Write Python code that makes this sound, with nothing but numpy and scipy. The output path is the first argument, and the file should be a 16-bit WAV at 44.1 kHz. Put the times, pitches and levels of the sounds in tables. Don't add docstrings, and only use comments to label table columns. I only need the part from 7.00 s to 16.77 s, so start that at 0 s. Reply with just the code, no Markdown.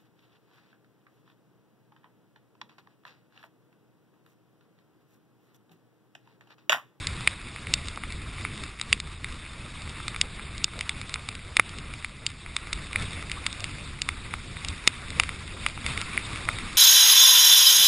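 import sys
import numpy as np
from scipy import signal
from scipy.fft import rfft, irfft
from scipy.io import wavfile
from scipy.ndimage import uniform_filter1d, minimum_filter1d

SR = 44100
rng = np.random.default_rng(int(sys.argv[2]) if len(sys.argv) > 2 else 0)


def store_wav(level_fs):
    pcm = np.round(np.clip(np.atleast_2d(level_fs), -1, 1) * 32767)
    wavfile.write(sys.argv[1], SR, pcm.T.astype(np.int16))


def gain_from_db(level_db):
    decades = np.asarray(level_db, float) / 20
    return 10 ** decades


N = 430857

# (time [s], level [dB])
STORM_STRENGTH = [(0.0, -44), (0.25, -45.5), (0.4, -50), (1.5, -47), (1.8, -50.5), (2.6, -50.5), (3.0, -47),
                  (3.5, -50.0), (4.4, -50.5), (4.9, -49.5), (5.3, -53.5), (6.0, -45.5), (6.4, -47),
                  (7.1, -49), (8.2, -47.0), (8.78, -48.5), (8.88, -42.0), (9.77, -44)]
# (time [s], change [dB], spread
# [s])
STORM_SURGES = [(0.74, 4.5, 0.037), (0.87, 2.0, 0.028), (1.0, -3.0, 0.031), (1.22, -2, 0.054),
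                (1.63, 0.5, 0.035), (1.75, -2.5, 0.052), (1.91, 4, 0.025), (2.02, -3, 0.018),
                (2.19, -4, 0.031), (2.29, 3, 0.055), (3.3, -2.0, 0.029), (3.68, -2, 0.019),
                (3.92, 1.5, 0.09), (4.41, -2, 0.053), (4.59, -1.5, 0.025), (5.13, -1.5, 0.06),
                (5.29, 1.5, 0.023), (5.9, -3, 0.035), (6.02, 3.5, 0.023), (6.26, -2.5, 0.025),
                (6.85, 1, 0.018), (6.99, -2, 0.048), (7.42, -2.0, 0.015), (7.7, 3.5, 0.022),
                (7.99, -0.5, 0.088), (8.21, 4.5, 0.03), (8.45, -0.5, 0.052), (8.65, 4.5, 0.031),
                (8.89, 3, 0.033), (9.06, -3, 0.025)]
# (time [s], change [dB], spread [s])
WIND_BUFFETS = [(0.34, -3.5, 0.024), (0.61, -2, 0.022), (0.7, 4, 0.018), (1.13, 3.5, 0.059),
                (1.5, 3.0, 0.11), (1.79, -4.0, 0.022), (1.98, 2.5, 0.054), (2.46, -1.5, 0.06),
                (2.8, -3.0, 0.025), (3.61, 2.5, 0.06), (3.89, -3.5, 0.04), (4.09, -3.5, 0.02),
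                (5.08, -1.5, 0.09), (5.22, -3, 0.025), (5.78, 5, 0.031), (5.99, 3, 0.045),
                (6.2, 2.5, 0.023), (6.49, -2, 0.1), (6.69, 3.5, 0.023), (6.93, 2.5, 0.044),
                (7.33, 3.5, 0.021), (7.69, 2, 0.021), (7.79, -5.5, 0.036), (7.92, -5, 0.019),
                (8.27, 0, 0.019), (8.54, 2, 0.022), (8.66, -2.5, 0.055), (9.17, -3, 0.18),
                (9.37, -2.5, 0.04), (9.57, 2, 0.04)]
# (frequency [Hz], level [dB])
WIND_COLOUR = [(8.8, -35), (15, -2.5), (80, 1.5), (400, -19), (520, -26.5), (880, -120)]
# (frequency [Hz], level [dB])
SURF_COLOUR = [(150, -1), (250, -3), (400, -6.5), (600, -5.5), (900, -13), (1500, -18), (3000, -17),
               (5500, -19)]
# (frequency [Hz], width [Hz], level [dB])
WALL_MODES = [(1190, 330, -3.5), (2164, 336, -0.5), (2550, 336, -1), (3683, 230, 3.5), (4390, 126, -1),
              (4660, 350, -3.5), (5416, 800, -10.5)]
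# (frequency [Hz], width [Hz], level [dB])
DROP_FAMILIES = [
    [(820, 320, -7), (1272, 410, 8)],
    [(2158, 556, 4.5), (2400, 200, -0.5)],
    [(2785, 440, 5), (3330, 140, 1.5)],
    [(3654, 275, 0.5), (4065, 540, -7)],
    [(4640, 180, 2), (5160, 820, -1)],
]
# (frequency [Hz], width [Hz], level [dB])
CASE_THUD = [(251, 310, 2.5), (480, 410, 6)]
# (share of brightness [ratio], share of lean [ratio], offset [dB])
UPPER_RESPONSE = [(.85, 0.84, 0.3), (.85, -0.84, 0.6), (1.3, 0.0018, -1.7)]
# (time [s], main modes [dB], low knock [dB], brightness [dB], lean to upper main modes [dB])
HEAVY_DROPS = [(0.0707,-34.5,-19,3,-4.5),(0.2744,-14.5,-15,-12.5,2),(0.739,-27,-20,5.5,-0.5),(1.4499,-28,-3.5,-25,-5),(1.9281,-18,-14,-3.5,6.5),(3.2138,-25,-20,3,1.5),(3.6435,-35,-3,12,-0.5),(3.8932,-26,-16,-7,-5),(4.1413,-32,-8,-1,-3),(4.568,-17,-13,-9,0),(4.5963,-11.5,-4.5,-23.5,-4),(5.0457,-27.5,-11.5,-15.5,0),(5.2655,-33.0,-19,5.5,1),(5.5652,-27.5,-6.5,-4.5,-6),(5.9584,-20.5,-14,-20.5,-1),(6.465,-26.5,-7,-2.5,0),(7.0187,-33.5,-14,4.5,1),(7.0888,-23.0,-7,-11.5,-2),(7.8755,-13.5,-7.5,-2.5,-2),(8.1984,-18,-4,-5.5,6.5),(8.6635,-21.5,-4.5,-12.0,6),(8.8636,-29,-8,-5,-1),(9.176,-19.5,-21,-26,5),(9.488,-21.5,-1.5,-25,1.0)]
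# (time [s], main modes [dB], low knock [dB], brightness [dB])
LID_DROPS = [(0.6697, -34.5, -11, -12), (0.873, -45.0, -8.5, -3), (0.9742, -41.5, 9, -20),
             (1.036, -32.5, -5.0, -20), (1.383, -41.5, -5, -23), (1.7973, -36, -15.0, -10),
             (3.002, -47, 10, -8.0), (3.145, -36, -7, -20), (3.8092, -29, -13, -7),
             (4.1577, -34.0, -2, -16), (4.3523, -41.5, -10.0, -2.5), (4.6933, -50.5, -2, 2),
             (4.7858, -42.5, -8, -2.5), (4.9376, -37.5, -8, -9.5), (5.4618, -39.5, -6, -20.5),
             (5.9302, -33, -15, -12), (6.0246, -40.5, -11, -3), (6.2257, -41.5, -0.5, -7),
             (6.3159, -31, -16.0, -4.5), (6.6055, -49.5, -1.5, 7), (6.642, -32, -14, -2.5),
             (7.3383, -30.0, 0.0, -15), (7.648, -36, -9, -1.0), (8.2348, -29, -5, -8),
             (8.4774, -43, -16, -6), (8.6985, -40, -20, -12), (8.776, -43.5, 6.5, -10),
             (8.844, -40, -3.0, -15), (9.0149, -36, -17, -0.5), (9.3583, -36.0, -4, -8.5)]
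# (time [s], main modes [dB], low knock [dB], brightness [dB])
WINDOW_DROPS = [(0.2078, -47.5, 6.5, 0), (0.561, -35.5, -7, -20), (0.8845, -40, -3.5, 0),
                (1.123, -43.5, -12.0, -1.5), (1.577, -44, -13, -4.5), (1.637, -39.5, -3, -4.0),
                (1.8138, -35.5, -2.0, 2), (1.826, -45, -2.0, -11.0), (2.0012, -34.5, -14, -3),
                (2.244, -30, -12, -13.5), (3.081, -31.5, -4.5, -5), (3.1618, -35.0, -3.5, -9.5),
                (3.5806, -46, -9.0, 2.5), (3.7911, -39.5, -5, -3), (4.0143, -37.5, -4.5, -6.5),
                (4.0947, -41.5, -9, -3), (4.2883, -33.5, -4, -4), (5.671, -43.0, 0, -11.5),
                (5.7294, -29.5, -7.5, -5.5), (5.7328, -40.5, -11.5, 4), (6.132, -38.0, -11, -10),
                (6.297, -35.5, -18.0, -13), (6.5282, -43, -7, 2), (7.3089, -42.5, -13.0, -20),
                (7.5682, -37, -6.5, -21), (7.6856, -45, -4, 8.5), (8.104, -38.5, -9, -5.0),
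                (8.2913, -30.0, -5.5, -13.5), (8.9755, -27.5, -20.0, -13.5), (9.586, -35, -11, -8)]
# (time [s], main modes [dB], low knock [dB], brightness [dB])
FAINT_DROPS = [(.5846, -45, -2, -14), (.96, -57, -5, 7), (1.104, -44, -12, -9), (2.073, -47, 0, -12),
               (2.324, -45, -12, -6.5), (2.463, -45, -6, -14), (2.82, -52, -9, 4), (2.8758, -44, -3, -16),
               (2.895, -54.5, -6, 5), (3.3951, -41.5, -1, -13), (3.6802, -46, 1, -21),
               (3.7354, -45, 1, -15), (3.828, -45, -14, -14), (4.3154, -42, -14, -18),
               (4.392, -46, -8, -20), (5.0252, -45, -7, -10), (5.3018, -46, -4, -6), (6.9888, -43, -6, -18),
               (8.6864, -54, -6, 8), (9.002, -43, 2, -8)]

LID_LEAN_DB, WINDOW_LEAN_DB = 3, -4
MEAN_STORM_DB = -49
HOLD_HZ = 12000


def evened(x):
    return x / np.sqrt(np.mean(x ** 2) + 1e-20)


def read(points, hz):
    f, value = np.transpose(points)
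    return np.interp(np.log(hz + 1), np.log(f + 1), value)


def swells(rows):
    t = np.arange(N) / SR
    return sum(db * np.exp(-.5 * ((t - s) / max(spread, .01)) ** 2) for s, db, spread in rows)


def storm(level_db, share):
    s, db = np.transpose(STORM_STRENGTH)
    strength_db = np.interp(np.arange(N) / SR, s, db) + swells(STORM_SURGES)
    return gain_from_db(level_db + share * (strength_db - MEAN_STORM_DB))


def patchy_noise(gain, size, patchy_db, flicker_db):
    hop = size // 4
    hz = np.fft.rfftfreq(size, 1 / SR)
    a, b, patches = rng.standard_normal((N // hop + 5, len(hz), 3)).T
    flicker = evened(uniform_filter1d(patches[0], size=5))
    patches = uniform_filter1d(patches, size=5, axis=0)
    patches = evened(uniform_filter1d(patches, size=16, axis=1))
    level = gain_from_db(patchy_db * patches + flicker_db * flicker)
    z = (a + 1j * b) * gain(hz)[:, None] * level
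    return evened(signal.istft(z, nperseg=size, noverlap=size - hop)[1][:N])


def wind():
    gusts = storm(level_db=-41, share=0.85) * gain_from_db(swells(WIND_BUFFETS))
    return gusts * patchy_noise(lambda hz: gain_from_db(read(WIND_COLOUR, hz)), size=2048, patchy_db=0.76, flicker_db=-0.9)


def surf():
    roar = patchy_noise(lambda hz: gain_from_db(read(SURF_COLOUR, hz)), size=512, patchy_db=3.5, flicker_db=1.5)
    return storm(level_db=-50, share=1) * roar


def housing(hz):
    return sum((-1) ** k * gain_from_db(db) / (1 + 2j * (hz - f) / w) for k, (f, w, db) in enumerate(WALL_MODES))


def spray():
    hz = np.fft.rfftfreq(N, 1 / SR)
    hiss = patchy_noise(lambda hz: abs(housing(hz)), size=256, patchy_db=2.0, flicker_db=0.0)
    lands = rng.random(N) < 300 / SR
    size = rng.exponential(1, N)
    side = rng.choice([-1, 1], N)
    hail = side * gain_from_db(6.3 * np.minimum(size, 4.2)) * lands
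    ringing_hail = evened(irfft(rfft(hail) * housing(hz), N))
    both = rfft(hiss + gain_from_db(-11) * ringing_hail)
    low = 1 / (1 + (hz / 3100) ** 12)
    body = storm(level_db=-45.5, share=1.01) * evened(irfft(both * low, N))
    fizz = storm(level_db=-50.5, share=0.95) * evened(irfft(both * (1 - low), N))
    return body + fizz


def drop(levels_db, luck):
    hz = np.fft.rfftfreq(2048, 1 / SR)
    thud_db = 4.0 * (max(levels_db) + 14.0) - 36
    power = 1e-14
    for family, level_db, chance in zip(DROP_FAMILIES + [CASE_THUD], levels_db + [thud_db], luck):
        modes = 0
        for (f, w, db), (spot, detune) in zip(family, chance):
            offset = 2 * (hz - f * (1 + .015 * detune)) / w
            modes = modes + gain_from_db(2 * (db + 3 * spot)) / (1 + offset ** 2) ** 2
        power = power + gain_from_db(2 * level_db) * modes / modes.mean()
    droop = np.sinc(hz / HOLD_HZ).clip(.3)
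    cepstrum = irfft(.5 * np.log(280 * power / droop ** 2))
    cepstrum[1:1024] *= 2
    blow = np.exp(rfft(cepstrum[:1025], 2048))
    far = np.clip((levels_db[1] - levels_db[4] + 8) / 20, .1, 1)
    lag = sum(np.arctan((hz - family[0][0]) / (350 + 90 * k)) for k, family in enumerate(DROP_FAMILIES))
    return irfft(blow * np.exp(-2j * far * (lag - lag[0])))[:1500]


def drops():
    out = np.zeros(N)
    rows = list(HEAVY_DROPS)
    for table, lean_db in [(LID_DROPS, LID_LEAN_DB), (WINDOW_DROPS, WINDOW_LEAN_DB), (FAINT_DROPS, 0)]:
        rows += [(*row, lean_db) for row in table]
    luck = rng.standard_normal((len(rows), 6, 2, 2))
    for (s, main_db, knock_db, bright_db, lean_db), chance in zip(rows, luck):
        upper_db = [main_db + a * bright_db + b * lean_db + db for a, b, db in UPPER_RESPONSE]
        sound = drop([main_db + knock_db, main_db, *upper_db], chance)
        part = out[round((s - .0003) * SR):][:len(sound)]
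        part += sound[:len(part)]
    return out


def scene():
    return np.tile(wind() + surf() + spray() + drops(), (2, 1))


def held_samples(x):
    hz = np.fft.rfftfreq(N, 1 / SR)
    z = rfft(x) / (1 + (hz / 5870) ** 50)
    fold = round(HOLD_HZ * N / SR)
    z[:fold + 1] += np.conj(z[fold::-1])
    return irfft(z * np.sinc(hz / HOLD_HZ) / (1 + (hz / 11960) ** 60), N)


def smeared(x, size, noise_db):
    z = signal.stft(x, nperseg=size)[2]
    a, b = rng.standard_normal((z.shape[1], z.shape[0], 2)).T
    level = uniform_filter1d(abs(z), size=7, axis=0)
    return signal.istft(z + gain_from_db(noise_db) * level * (a + 1j * b), nperseg=size)[1][:N]


def starved(x, quiet_db, thrift_db, lag_s, spread_s):
    hz, t, z = signal.stft(x, SR, "cosine", nperseg=2048)
    band_power = (abs(z[:1024].reshape(128, 8, -1)) ** 2).mean(1)
    bands_db = 10 * np.log10(band_power + 1e-20)
    hiss_db = bands_db[8:60].mean(0)
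    floor_db = minimum_filter1d(uniform_filter1d(hiss_db, size=3), size=9)
    cost = np.maximum(hiss_db - floor_db - 11, 0)
    payback = np.exp(-.5 * ((t[:30] - lag_s) / spread_s) ** 2)
    debt = np.convolve(cost, payback)[:len(t)]
    limit_db = np.median(bands_db[8:60]) + quiet_db + thrift_db * np.tanh(debt / 35)
    limit_db += .6 * (minimum_filter1d(hiss_db, size=5) - np.median(hiss_db) + 2.5)
    keep = np.repeat(bands_db > limit_db, 8, axis=0)
    keep &= abs(z[:1024]) > gain_from_db(limit_db - 3.5)
    return signal.istft(z * np.vstack([keep, keep[-1:]]), SR, "cosine", nperseg=2048)[1][:N]


def top_cut(x):
    return signal.sosfilt(signal.butter(12, 11330, fs=SR, output="sos"), x)


def record(dry):
    hz = np.fft.rfftfreq(N, 1 / SR)
    driven = np.clip(dry[0], -1.08, 1.08)
    blocks = smeared(held_samples(driven), size=640, noise_db=-20)
    thinned = starved(blocks, quiet_db=-15.5, thrift_db=11, lag_s=0.23, spread_s=0.051)
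    loud = irfft(rfft(np.clip(thinned, -1, 1)) / (1 + (hz / 15800) ** 80), N)
    apart = smeared(loud, size=256, noise_db=-37) - loud
    apart *= uniform_filter1d(abs(loud), size=512) > .05
    return top_cut(loud + apart * [[1], [-1]])


dry = scene()
out = record(dry)
store_wav(out)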